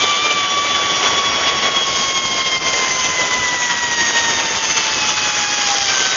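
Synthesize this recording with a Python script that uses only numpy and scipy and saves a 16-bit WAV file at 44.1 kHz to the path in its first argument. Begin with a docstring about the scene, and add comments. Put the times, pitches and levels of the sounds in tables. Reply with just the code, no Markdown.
"""A whine with overtones falls in pitch over rough rolling noise and a rush of wind, with a faint hum early on.
A pulley trolley rolls down a six-strand steel cable and slows: every strand passing under the wheel gives
a push, and the pushes make the whine. Contact noise rings the cable span, hanger, side plates, rim and hub.
Wind is shaped noise streaming over a single microphone carried behind the rider; both channels are the same."""
import sys
import numpy as np
from scipy import signal
from scipy.fft import rfft, irfft, next_fast_len
from scipy.io import wavfile
from scipy.ndimage import uniform_filter1d, map_coordinates

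SR = 44100
rng = np.random.default_rng(int(sys.argv[2]) if len(sys.argv) > 2 else 0)


def dump_mix(stems):
    """Bounce the given channels to the path in sys.argv[1] as a 16-bit WAV at rate SR."""
    frames = np.atleast_2d(stems).T  # one column per channel
    limited = np.clip(frames, -1, 1)  # hard clip at full scale
    pcm = np.round(limited * 32767).astype(np.int16)
    wavfile.write(sys.argv[1], SR, pcm)


N = 271656

# The slowing trolley: t/s, mean rate of strands passing under the wheel f/Hz
STRAND_RATE = [(0, 1165), (.15, 1165), (.26, 1183), (.52, 1135), (.65, 1155), (1, 1133), (1.5, 1121),
               (2, 1089), (2.75, 1049), (3.5, 991.8), (4, 941), (4.5, 907.4), (5, 859.3), (5.5, 831.6),
               (5.84, 803.3), (5.89, 782), (6.16, 763)]


def amp(db):
    """Gain of a level in dB."""
    return 10 ** (np.asarray(db) / 20)


def unit(x):
    """x at rms 1."""
    return x / np.sqrt(np.mean(x ** 2) + 1e-20)


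def along(points, hz):
    """Interpolate (f/Hz, value) points on a log frequency axis."""
    f, value = np.transpose(points)
    return np.interp(np.log(hz + 1), np.log(f + 1), value)


def curves(rows):
    """One value per sample for each column after the time."""
    t, *columns = np.transpose(rows)
    return [np.interp(np.arange(N) / SR, t, column) for column in columns]


def wobble(rate):
    """A smooth random curve through normally distributed knots, rate knots a second."""
    knots = rng.standard_normal(int(N * rate / SR) + 4)
    return map_coordinates(knots, [np.arange(N) * rate / SR])


def filtered(x, response):
    """x shaped by a response over frequency, with spare length for the ringing."""
    m = next_fast_len(N + SR // 2)
    hz = np.fft.rfftfreq(m, 1 / SR)
    return irfft(rfft(x, m) * response(hz), m)[..., :N]


def resonances(modes):
    """Response of a few broad modes, alternating in sign from one to the next."""
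    def response(f):
        total = 0
        for k, (centre, width, db) in enumerate(modes):
            damping = 1j * f * width
            total = total + (-1) ** k * amp(db) * damping / (centre ** 2 - f ** 2 + damping)
        return total
    return response


def patchy(depth_db, streak_db):
    """White noise with broad patches of random gain and streaks narrow in pitch but longer in time."""
    z = signal.stft(rng.standard_normal(N + SR), nperseg=512)[2]

    def field(bins, hops):
        across_pitch = uniform_filter1d(rng.standard_normal(z.shape), size=bins, axis=0)
        return unit(uniform_filter1d(across_pitch, size=hops, axis=1))

    gain = amp(depth_db * field(bins=8, hops=6) + streak_db * field(bins=2, hops=16))
    return signal.istft(z * gain, nperseg=512)[1][:N]


def wind(flutter_db):
    """Air streams over the microphone in lumps; the shaking rig stirs it."""
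    # Level of the wind, with brief sharp dips: t/s, level/dB
    wind_level = [(0.0, -38), (2.45, -35), (2.5, -43.5), (2.56, -35), (3.09, -33.5), (3.19, -39.5),
                  (3.33, -32), (3.5, -41), (3.53, -35.5), (3.59, -37.5), (4.43, -34.5), (5.75, -38.5),
                  (5.82, -37.5), (6.16, -36)]
    # Spectrum of the rushing air: f/Hz, relative level per Hz/dB
    air_colour = [(20, -19), (80, -2), (160, -2), (300, -1), (600, -11), (1200, -22), (3000, -42.5)]
    lumps = amp(0.5 * wobble(9) + 0.71 * wobble(22) + 3.0 * wobble(45) + .6 * flutter_db)
    rush = filtered(patchy(depth_db=0.1, streak_db=-1.3), lambda hz: amp(along(air_colour, hz)))
    return amp(curves(wind_level)[0]) * unit(lumps * rush)


def hum():
    """A sine oscillator with wavering pitch and level, faint under the whine and soon fading."""
    # Path of the hum: t/s, f/Hz, level/dB
    hum_path = [(0, 740, -34), (.15, 740, -39), (.4, 738, -36.5), (.9, 751, -43), (1.5, 751, -71)]
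    hz, db = curves(hum_path)
    phase = 2 * np.pi * np.cumsum(hz + 5 * wobble(30)) / SR
    return np.sqrt(2) * amp(db + 2 * wobble(37)) * np.sin(phase)


def strand_phase():
    """Phase of the strand passing; uneven lay and the bouncing load make it waver."""
    rate_hz = curves(STRAND_RATE)[0]
    waver_hz = 2.5 * wobble(10) + 2.795 * wobble(25) + 4 * wobble(90)
    return 2 * np.pi * np.cumsum(rate_hz + waver_hz) / SR


def wheel_pressure(phase):
    """Wheel pressure on the cable in dB: it flutters, and swings about once a turn as the wheel runs out of true."""
    # Pressure, heard as the loudness of the roll: t/s, level/dB
    pressure_path = [(0.0, -17.5), (0.03, -14.5), (0.07, -18), (0.26, -18.5), (0.65, -18), (0.74, -16),
                     (1.03, -15.5), (1.06, -14), (1.1, -17), (1.59, -15), (1.61, -19), (1.66, -12.5),
                     (1.7, -20.5), (1.77, -17.5), (1.85, -20.5), (1.9, -16.5), (2.21, -20), (2.57, -17),
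                     (2.59, -28), (2.66, -16.5), (3.69, -17.5), (3.71, -11.5), (3.74, -18.5), (3.91, -16.5),
                     (4.58, -16.5), (6.16, -15.5)]
    strands_per_turn, runout_depth_db = 76, 0.96
    runout_db = runout_depth_db * np.sin(phase / strands_per_turn + 2.3 * wobble(2.46))
    jitter_db = .5 * wobble(11) + 0.71 * wobble(26) + 1.14 * wobble(50)
    return curves(pressure_path)[0] + runout_db + jitter_db


def rolling(phase, pressure_db):
    """Rough contact noise, pulsing with each strand and each twist of the cable, rings the trolley and cable."""
    # Broad modes of each ringing part: f/Hz, width/Hz, relative level/dB
    cable_span = [(434, 430, -0.5), (830, 516, 0.5)]
    hanger = [(951, 365, -2), (1345, 545, 1), (2013, 340, 2.5), (2640, 450, -2)]
    side_plates = [(2950, 440, 2), (3330, 850, 0.5)]
    wheel_rim = [(4836, 670, 12), (6130, 1800, -5.5)]
    wheel_hub = [(5930, 870, 3), (6680, 515, 3.5)]
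    # How strongly parts ring, re pressure: t/s, cable span/dB, side plates/dB, rim/dB, hub/dB
    part_balance = [(0, -9.5, -3, -12, -8.5), (.7, -9.5, -6, -12.5, -10), (1.45, -10.5, -8.5, -14, -13),
                    (1.75, -9, -7, -12, -13), (2, -9.5, -6, -7.5, -4.5), (2.45, -11.5, -6, -7.5, -9.5),
                    (2.7, -10, -10, -8, -7.5), (3.3, -11.5, -6, -12, -5.5), (3.9, -14.5, -8.5, -14, -7.5),
                    (4.4, -11.5, -7.5, -12, -7), (4.95, -16, -8, -8, -8.5), (5.4, -16.5, -9, -9.5, -6),
                    (5.9, -16, -6, -7, -6.5), (6.16, -14.5, -10, -12.5, -8.5)]
    strands, hanger_db = 6, -6.5  # strands per twist; hanger level re pressure
    grit_db, drift_db = 1, 0.46  # depth of the quick contact grain and of each part's own slow drift

    strand_pulse = 1 + .36 * np.cos(phase)
    twist_pulse = 1 + .14 * np.cos(phase / strands)
    pulsing = strand_pulse * twist_pulse * amp(grit_db * wobble(600))
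    span_db, plates_db, rim_db, hub_db = curves(part_balance)
    parts = [(cable_span, span_db), (hanger, hanger_db), (side_plates, plates_db),
             (wheel_rim, rim_db), (wheel_hub, hub_db)]
    sound = np.zeros(N)
    for modes, share_db in parts:
        # random patches and streaks make the rolling noise uneven in pitch and time
        contact = pulsing * patchy(depth_db=1.5, streak_db=0.5)
        ringing = unit(filtered(contact, resonances(modes)))
        sound += amp(pressure_db + share_db + drift_db * wobble(5.03)) * ringing
    return sound


def trolley_gain(hz):
    """Gain of the trolley's narrow resonances at a frequency, summed as power."""
    # Narrow resonances that swell a partial sliding through: f/Hz, width/Hz, peak level/dB
    narrow_modes = [(812, 55, -6), (882, 160, -9.5), (1001, 200, -6), (1175, 166, 0.5), (1547, 44, -4),
                    (1658, 39, -10), (1882, 89, -1), (1983, 110, -1), (2098, 180, -5.5), (2359, 71, -3),
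                    (2566, 300, 1.5), (3218, 140, 5.5), (3310, 35, 11.5), (3413, 260, 5.5),
                    (3696, 160, 9.5), (4440, 330, -6.5), (4690, 180, -1.5), (5617, 220, -1), (6196, 120, 3),
                    (6470, 400, -2)]
    power = 0
    for centre, width, db in narrow_modes:
        power = power + (amp(db) / (1 + (2 * (hz - centre) / width) ** 2)) ** 2
    return np.sqrt(power)


def whine(phase, flutter_db):
    """Partials of the strand rate swell across resonances; each fades as cable waves return to the wheel."""
    # Partials 1 to 8 before the resonances: level/dB
    partial_levels = [-22, -19.5, -30, -37.5, -29, -31.5, -26.5, -38]
    rate_hz = curves(STRAND_RATE)[0]
    tone = np.zeros(N)
    for order, db in enumerate(partial_levels, start=1):
        fading_db = (0.45 + 0.39 * order) * wobble(70) + 2.0 * wobble(24) + 0.16 * order * wobble(12)
        # higher partials lose their phase sooner
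        blur = .03 * order ** 2 * wobble(110)
        level = amp(db + fading_db + 1.04 * flutter_db) * trolley_gain(order * rate_hz)
        start_phase = rng.uniform(0, 2 * np.pi)
        tone += np.sqrt(2) * level * np.sin(order * phase + blur + start_phase)
    return tone


def scene():
    """Mix the layers; quick flutter of the wheel pressure shakes whine, roll and wind."""
    phase = strand_phase()
    pressure_db = wheel_pressure(phase)
    steady_db = uniform_filter1d(pressure_db, size=SR // 6)
    flutter_db = pressure_db - steady_db
    # the contact noise follows the quick swings less than the tone does
    roll = rolling(phase, steady_db + 0.81 * flutter_db)
    mono = wind(flutter_db) + hum() + roll + whine(phase, flutter_db)
    return np.array([mono, mono])


def record(dry):
    """The microphone's colour, then nothing from the band limit up."""
    # Microphone response: f/Hz, level/dB
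    mic_colour = [(30, -0.5), (6600, -1), (6900, -0.5), (7100, 2), (7250, -17.5), (7400, -27),
                  (7550, -44.5)]
    top_hz = 7600
    return filtered(dry, lambda hz: amp(along(mic_colour, hz)) * (hz < top_hz))


dry = scene()
out = record(dry)
dump_mix(out)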